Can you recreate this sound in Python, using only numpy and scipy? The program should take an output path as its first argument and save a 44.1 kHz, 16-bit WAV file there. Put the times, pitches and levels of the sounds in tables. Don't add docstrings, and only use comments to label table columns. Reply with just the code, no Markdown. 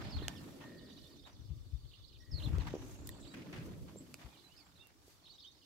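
import sys
import numpy as np
from scipy import signal
from scipy.io import wavfile
from scipy.ndimage import uniform_filter1d

SR = 44100
rng = np.random.default_rng(int(sys.argv[2]) if len(sys.argv) > 2 else 0)


def persist_wave(psi):
    counts = np.round(np.clip(psi, -1, 1) * 32767).astype(np.int16)
    wavfile.write(sys.argv[1], SR, np.atleast_2d(counts).T)


N = 249165


def amp(db):
    return 10 ** (np.asarray(db) / 20)


def evened(x):
    return x / np.sqrt(np.mean(x ** 2) + 1e-20)


def read(points, hz):
    point_hz, value = np.transpose(points)
    return np.interp(np.log(hz + 1), np.log(point_hz + 1), value)


def curves(rows):
    time_s, *columns = np.transpose(rows)
    return [np.interp(np.arange(N) / SR, time_s, column) for column in columns]


def add(mix, start_s, sound, pan_db):
    part = mix[:, round(start_s * SR):][:, :sound.shape[-1]]
    part += sound[..., :part.shape[1]] * amp([[pan_db / 2], [-pan_db / 2]])


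# freq_hz, likeness (0-1)
PORT_LIKENESS = [(130, 1), (400, 0.66), (1400, 0.013)]


def noise(colour, patchy_db, flicker_db, alike=1, size=512):
    hop = size // 4
    frames, hz = N // hop + 5, np.fft.rfftfreq(size, 1 / SR)
    a, b, c, d, patches = rng.standard_normal((frames, len(hz), 5)).T
    patches = uniform_filter1d(patches, size=6, axis=0)
    patches = evened(uniform_filter1d(patches, size=14, axis=1))
    flicker = evened(uniform_filter1d(rng.standard_normal(frames), size=4))
    same = np.clip(alike * read(PORT_LIKENESS, hz), -1, 1)[:, None]
    left, other = a + 1j * b, c + 1j * d
    right = same * left + np.sqrt(1 - same ** 2) * other
    level_db = read(colour, hz)[:, None] + patchy_db * patches + flicker_db * flicker
    spectra = np.array([left, right]) * amp(level_db)
    return evened(signal.istft(spectra, nperseg=size, noverlap=size - hop)[1][:, :N])


def yard(x, t60_s, wet_db):
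    t = np.arange(SR // 2) / SR
    taps = rng.standard_normal((2, len(t))) * (rng.random((2, len(t))) < .05)
    taps *= amp(-60 * t / t60_s) * (t > .003)
    echoes = signal.fftconvolve(x, taps / np.linalg.norm(taps[0]), axes=1)[:, :N]
    return x + amp(wet_db) * echoes


def flutter(depth_db=3.5):
    return amp(depth_db * evened(uniform_filter1d(rng.standard_normal(N), size=400)))


# full_s, held_s, level_db, left_minus_right_db
GUSTS = [(0, 0.27, -46.5, 1), (.7, 0.85, -65, -5), (1.4, 0.44, -51.5, 10), (1.98, 0.33, -58.5, 6),
         (2.33, 0.29, -41.5, 9), (2.8, 0.39, -50.5, -1), (3.55, 0.3, -54, -2)]
# start_s, envelope_peak_db
BUFFETS = [(1.496, -39), (1.724, -36.5), (2.318, -36.5), (2.515, -33.5), (2.577, -32), (4.237, -48.5)]
# freq_hz, level_db
GUST_COLOUR = [(25, -35), (50, 27.5), (75, 22), (120, 7.5), (260, -70)]
CALM_DB, GUST_RISE_DB_PER_S, GUST_FALL_DB_PER_S = -70, 229, 88
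BUFFET_HZ, BUFFET_SWELL_S, BUFFET_OVERTONE_DB = 71, .015, -9


def wind():
    t, power = np.arange(N) / SR, amp(CALM_DB) ** 2
    for full_s, held_s, level_db, pan_db in GUSTS:
        rise_db = GUST_RISE_DB_PER_S * np.maximum(full_s - t, 0)
        fall_db = GUST_FALL_DB_PER_S * np.maximum(t - full_s - held_s, 0)
        gust_db = level_db - rise_db - fall_db
        power = power + amp([gust_db + pan_db / 2, gust_db - pan_db / 2]) ** 2
    out = noise(GUST_COLOUR, 2, 3, alike=-.1, size=1024) * np.sqrt(power)
    t = np.arange(0, .09, 1 / SR)
    u = t / BUFFET_SWELL_S
    envelope = (u * np.exp(1 - u)) ** 2
    pitches_hz = BUFFET_HZ * rng.uniform(.88, 1.15, len(BUFFETS))
    for (start_s, peak_db), hz in zip(BUFFETS, pitches_hz):
        overtone = amp(BUFFET_OVERTONE_DB) * np.cos(4 * np.pi * hz * t)
        flap = np.sin(2 * np.pi * hz * t) + overtone
        add(out, start_s, amp(peak_db) * flap * envelope, 14.)
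    return out


GRIT_PER_S, GRIT_DB, GRIT_SPREAD_DB = 500, -5, 3.5


def crackle():
    size = amp(GRIT_SPREAD_DB * np.minimum(rng.exponential(1, N), 5))
    size *= rng.random(N) < GRIT_PER_S / SR
    return evened(signal.lfilter([1], [1, -np.exp(-1 / (.003 * SR))], size))


# time_s, trample_db, scuff_db, thump_db
HERD = [(0, -53.5, -52.5, -53.5), (.25, -53.5, -58, -50.5), (.72, -53, -68.5, -60.5),
        (1.15, -62, -76.5, -68), (1.9, -75, -79, -80), (2.28, -68, -83, -74), (2.45, -50.5, -57, -50.5),
        (2.68, -54, -52.5, -50), (2.87, -55, -66, -64), (3.3, -56.5, -64.5, -59.5),
        (3.55, -51.5, -59.5, -50.5), (3.85, -55, -69.5, -51), (4.3, -67, -68.5, -64),
        (4.45, -75.5, -70, -74.5), (5.65, -79.5, -77, -80.5)]
# start_s, level_db, t60_s, bright_share (0-1)
DRAGS = [(0.597, -47, 0.29, 0), (1.249, -50, 0.24, 0), (1.968, -61, 0.11, 0.29),
         (3.3367, -50.5, 0.45, 0.98), (3.525, -46, 0.4, 0.8), (3.873, -52, 0.15, 0.1),
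         (4.182, -49, 0.34, 0)]
# peak_s, length_s, peak_db
BRUSHES = [(0.438, 0.37, -68.5), (1.064, 0.22, -73.5), (2.437, 0.14, -66.5), (2.893, 0.14, -64.5),
           (3.66, 0.046, -67), (4.226, 1, -72), (5.107, 0.13, -68)]
# freq_hz, level_db
THUMP_COLOUR = [(70, -5), (130, 10), (180, 11), (260, -47)]
RUMBLE_COLOUR = [(170, -15), (280, 2), (420, -13), (600, -13.5), (900, -50.5)]
SCUFF_COLOUR = [(400, -9), (800, -1), (1500, -6.5), (3000, -10.5), (7000, -22.5), (9500, -33.5)]
FLEECE_COLOUR = [(4000, 2.5), (7500, 4.5), (9500, -1), (12000, 3.5), (15500, -6.5)]
GRIT_COLOUR = [(300, -5), (900, -8), (2300, -2), (4000, -12.5), (7000, -20.5), (10000, -29)]
RUSTLE_DB, RUSTLE_DB_PER_TRAMPLE_DB = -81.5, .76
SLOW_RISE_S = .025


def herd():
    rumble_db, scuff_db, thump_db = curves(HERD)
    thump = noise(THUMP_COLOUR, 2.2, 2.5, alike=.7, size=1024)
    rumble = noise(RUMBLE_COLOUR, 2, 1.5, size=1024)
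    scuff, fleece = noise(SCUFF_COLOUR, 2, 2.5), noise(FLEECE_COLOUR, 1, 1.2)
    grit, dull = noise(GRIT_COLOUR, 1.8, 1.5), noise(SCUFF_COLOUR, 1.8, 1.5)
    grains = 1 + amp(GRIT_DB) * crackle()
    scuff, grit, dull = evened(scuff * grains), evened(grit * grains), evened(dull * grains)

    out = amp(thump_db) * thump + amp(rumble_db) * rumble
    out += amp(scuff_db + np.array([[-1.5], [1.5]])) * scuff
    out += fleece * amp(RUSTLE_DB + RUSTLE_DB_PER_TRAMPLE_DB * (rumble_db + 62.))
    t = np.arange(N) / SR
    for peak_s, length_s, peak_db in BRUSHES:
        out += fleece * amp(peak_db) * np.exp(-(2 * (t - peak_s) / length_s) ** 2)
    for start_s, level_db, t60_s, bright in DRAGS:
        share = np.clip(bright, 0, 1)
        drag = np.sqrt(share) * grit + np.sqrt(1 - share) * dull
        decay = amp(level_db - 60 * np.maximum(t - start_s, 0) / t60_s)
        rise_s = .004 + SLOW_RISE_S * (1 - share) ** 4
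        out += drag * decay * np.clip((t - start_s) / rise_s, 0, 1)
    return out


def whistle(hz, level_db, fade=.6):
    tone = np.sin(2 * np.pi * np.cumsum(hz) / SR)
    return np.sqrt(2) * amp(level_db) * tone * signal.windows.tukey(len(hz), fade)


SPILL_S = .003


def sing(mix, start_s, points, level_db):
    time_s, pitch_hz = np.transpose(points)
    t = np.arange(time_s[0] - SPILL_S, time_s[-1] + SPILL_S, 1 / SR)
    hz = uniform_filter1d(np.interp(t, time_s, pitch_hz), size=280, mode="nearest")
    add(mix, start_s + t[0], whistle(hz, level_db, fade=.3), -6.)


# time_s, level_db
FLOCK = [(0, -59.5), (.55, -71), (1.0, -65.5), (1.65, -75), (2.1, -64), (2.6, -88), (3.2, -67), (3.7, -81),
         (4.4, -69.5), (5.0, -81.5), (5.4, -64.5), (5.65, -71.5)]
# offset_s, pitch_hz
SONG = [
    [(0, 5500), (.019, 5000), (.031, 4400), (.046, 4150), (.064, 4500), (.08, 3900), (.102, 2570)],
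    [(.111, 2590), (.122, 3830), (.132, 4350), (.143, 3930), (.157, 3250)],
]
# start_s, level_db
SONGS = [(0.099, -57), (2.31, -53.5)]
# (time_s, pitch_hz)
PHRASES = [(-70.5, [(1.016, 3240), (1.027, 4450), (1.043, 3340), (1.087, 3800)]), (-63.5, [(5.285, 3190),
           (5.297, 4200), (5.314, 4650), (5.331, 3750), (5.363, 3940)]), (-60.5, [(5.416, 3460),
           (5.425, 4800), (5.443, 2900), (5.468, 3700), (5.497, 3730)])]
# start_s, length_s, from_hz, to_hz, arch_above_glide_hz, level_db
STROKES = [ (.35, .043, 3800, 2600, -100, -65), (.359, .038, 5950, 3900, 0, -64.5),
           (0.782, 0.017, 4900, 3570, -3, -66), (.84, 0.046, 5050, 3150, 152, -69.5),
           (.892, 0.018, 3100, 2740, 1000, -63.5), (.922, .012, 3200, 4230, 0, -66),
           (0.963, 0.0294, 4600, 3780, -300, -63.5), (1.107, 0.015, 4600, 3480, 0, -70),
           (1.193, .015, 3840, 3470, 0, -70), (1.235, 0.043, 2950, 3230, 713, -65),
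           (1.308, .026, 5600, 5700, 400, -75), (1.915, 0.0086, 2750, 3520, 3, -69),
           (1.933, 0.014, 3920, 3760, -1050, -63.5), (2.041, .014, 4600, 3740, 4, -67),
           (2.132, 0.03, 4000, 3030, 60, -66), (2.203, .008, 5630, 5560, -2, -68.5),
           (2.597, 0.025, 4500, 3570, -52, -60), (3.113, 0.029, 3800, 2690, -2, -72),
           (3.225, .022, 2900, 3000, 1100, -65), (3.251, .01, 2900, 4100, 0, -62),
           (3.272, .024, 3400, 4400, 650, -68), (3.297, .034, 3940, 3900, -50, -67),
           (4.327, 0.041, 3670, 2640, -2, -72), (4.365, 0.017, 3240, 3000, 948, -67),
           (4.392, 0.0062, 3400, 4170, 0, -65), (4.288, 0.11, 2454, 2150, 121, -76),
           (4.432, 0.049, 4210, 4100, -150, -68.5), (4.48, 0.073, 2455, 2990, 187, -73.5),
           (4.557, 0.03, 4400, 5400, 98, -66), (4.568, 0.079, 2900, 1990, -85, -77.5),
           (4.583, 0.035, 5350, 4340, -200, -67), (4.753, 0.034, 3480, 2930, 907, -69),
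           (4.79, 0.041, 3300, 3300, 405, -65), (4.788, 0.09, 2550, 2615, 195, -70),
           (5.256, 0.022, 2800, 2670, 1197, -60), (5.234, 0.025, 4670, 4770, -600, -70),
           (5.378, 0.033, 2790, 3000, 930, -63.5), (5.617, 0.02, 3350, 2730, 0, -71.5)]
# start_s, length_s, level_db
PIPS = [(1.263, 0.029, -77), (3.966, 0.042, -59.5), (4.65, 0.022, -74.5), (5.335, 0.023, -77.5)]
PIP_HZ, PIP_RISE_HZ_PER_S = 7270, 12600


def birds():
    near, far = np.zeros((2, 2, N))
    for start_s, level_db in SONGS:
        for points in SONG:
            sing(near, start_s, points, level_db)
    for level_db, points in PHRASES:
        sing(near, 0, points, level_db)

    strokes = list(STROKES)
    for start_s, length_s, level_db in PIPS:
        to_hz = PIP_HZ + PIP_RISE_HZ_PER_S * length_s
        strokes.append((start_s, length_s, PIP_HZ, to_hz, 0, level_db))
    chances = rng.standard_normal(len(strokes))
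    for (start_s, length_s, from_hz, to_hz, arch_hz, level_db), chance in zip(strokes, chances):
        u = np.arange(-SPILL_S, length_s + SPILL_S, 1 / SR) / length_s
        hz = from_hz + (to_hz - from_hz) * u + arch_hz * (1 - (2 * u - 1) ** 2)
        add(near, start_s - SPILL_S, whistle(hz, level_db), -6. + 5 * chance)

    for when, a, b, c, d, e in rng.random((1300, 6)):
        u = np.linspace(-1, 1, round((.01 + .03 * a) * SR))
        centre_hz = 2900 + 1000 * (b + e) + 1600 * d ** 6
        hz = centre_hz - 1700 * (c - .25) * u - 600 * d * u ** 2
        add(far, when * N / SR, whistle(hz, 0), -7. + 12. * (a - .5))
    far = amp(curves(FLOCK)[0]) * evened(yard(far, t60_s=.11, wet_db=30.))
    return yard(near * flutter(depth_db=2.3), t60_s=.13, wet_db=-5.) + far


# start_s, envelope_peak_db
KNOCKS = [(0.2205, -37), (2.582, -37.5), (2.739, -27), (2.753, -32.5), (2.766, -38), (3.959, -39),
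          (5.08, -53.5)]
# start_s, snap_peak_db, snap_centre_hz, snap_length_ms, ring_hz, ring_re_snap_db, swell_ms
CLICKS = [(.2819, -24, 5500, 1.6, 3100, 0, .45), (1.071, -56, 7000, 1.5, 3400, -25, .5),
          (2.583, -41, 1800, 3, 2500, -6, .6), (2.681, -45, 1500, 3, 1500, -6, .8),
          (3.0695, -37, 10000, 8, 3400, -30, .5), (3.091, -28, 12000, 1.5, 1900, -16, 1.6),
          (4.142, -35, 5500, 1.6, 2500, -1, .5), (4.871, -45, 17000, 1.5, 3400, -25, .5)]
# multiple_of_ring_hz, level_db
PEBBLE_MODES = [(.23, -14.5), (.55, -12), (1, -4.5), (1.94, -14)]
KNOCK_HZ = 400


def hits():
    out, t = np.zeros((2, N)), np.arange(0, .03, 1 / SR)
    u = t * KNOCK_HZ / .41
    knock = np.sin(2 * np.pi * KNOCK_HZ * t) * u * np.exp(1 - u)
    for start_s, peak_db in KNOCKS:
        add(out, start_s, amp(peak_db) * knock, -1.5)

    hisses = rng.standard_normal((len(CLICKS), 2, len(t)))
    for (start_s, peak_db, centre_hz, length_ms, ring_hz, ring_db, swell_ms), hiss in zip(CLICKS, hisses):
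        u = t * 2000 / length_ms
        band = signal.butter(1, [centre_hz / SR, min(3 * centre_hz / SR, .9)], "bandpass")
        snap = signal.lfilter(*band, hiss) * (u * np.exp(-u)) ** 4
        snap /= abs(snap).max(axis=1, keepdims=True)
        ring = 0
        for multiple, mode_db in PEBBLE_MODES:
            v = t * 1000 * np.sqrt(multiple) / swell_ms
            mode = np.sin(2 * np.pi * multiple * ring_hz * t)
            ring = ring + amp(ring_db + mode_db) * v * np.exp(1 - v) * mode
        add(out, start_s, amp(peak_db) * (snap + ring), -2.5)
    return out


# start_s, length_s, pitch_hz, starting_level_db
RATTLES = [(.222, 0.4, 1820, -60), (0.6, 0.6, 1844, -60.5), (2.188, 0.79, 1900, -69)]
TAPS_PER_S, RAIL_T60_S, RATTLE_FALL_DB = 80, .081, 27.


def rail():
    out, t = np.zeros((2, N)), np.arange(0, .1, 1 / SR)
    for start_s, length_s, pitch_hz, level_db in RATTLES:
        n = round(length_s * SR)
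        wander = uniform_filter1d(rng.standard_normal(n), size=400) * 20
        turns = np.cumsum(TAPS_PER_S * (1 + .5 * wander)) / SR
        taps = np.diff(np.floor(turns), prepend=0) * rng.uniform(.6, 1, n)
        tube = amp(-60 * t / RAIL_T60_S) * np.sin(2 * np.pi * pitch_hz * t)
        ring = evened(signal.fftconvolve(taps, tube)[:n])
        fall = amp(level_db - RATTLE_FALL_DB * np.arange(n) / n)
        add(out, start_s, ring * fall * signal.windows.tukey(n, .1), -3.)
    return out


# time_s, centre_hz, level_db
SWISH = [(2.6, 5700, -80), (2.8, 6160, -67), (3.15, 7500, -70.5), (3.35, 7670, -70)]


def swish(width_hz=1200):
    hz, level_db = curves(SWISH)
    slow = signal.lfilter(*signal.butter(2, width_hz / SR), rng.standard_normal((2, 2, N)))
    carrier, t = np.exp(2j * np.pi * np.cumsum(hz) / SR), np.arange(N) / SR
    hiss = evened(((slow[0] + 1j * slow[1]) * carrier).real)
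    sounding = (t > SWISH[0][0]) & (t < SWISH[-1][0])
    return amp(level_db) * sounding * flutter() * hiss


# freq_hz, level_db
AIR_COLOUR = [(40, 1), (120, -36), (300, 2), (900, -19.5), (1150, -7.5), (1500, -23), (5500, -10),
              (9500, -19), (15500, -18.5)]
HUSH_DB = -71.5


def scene():
    hush = amp(HUSH_DB) * noise(AIR_COLOUR, 1.5, .8, size=1024)
    clatter = yard(hits(), t60_s=.045, wet_db=-16.5)
    return wind() + herd() + birds() + clatter + rail() + swish() + hush


LOW_CUT_HZ, EDGE_HZ = 40, 15800


def record(dry):
    thinned = signal.lfilter(*signal.butter(3, 2 * LOW_CUT_HZ / SR, "highpass"), dry)
    lowpass = signal.firwin(511, EDGE_HZ, window=("kaiser", 9), fs=SR)
    return signal.oaconvolve(thinned, lowpass[None], "same")


dry = scene()
out = record(dry)
persist_wave(out)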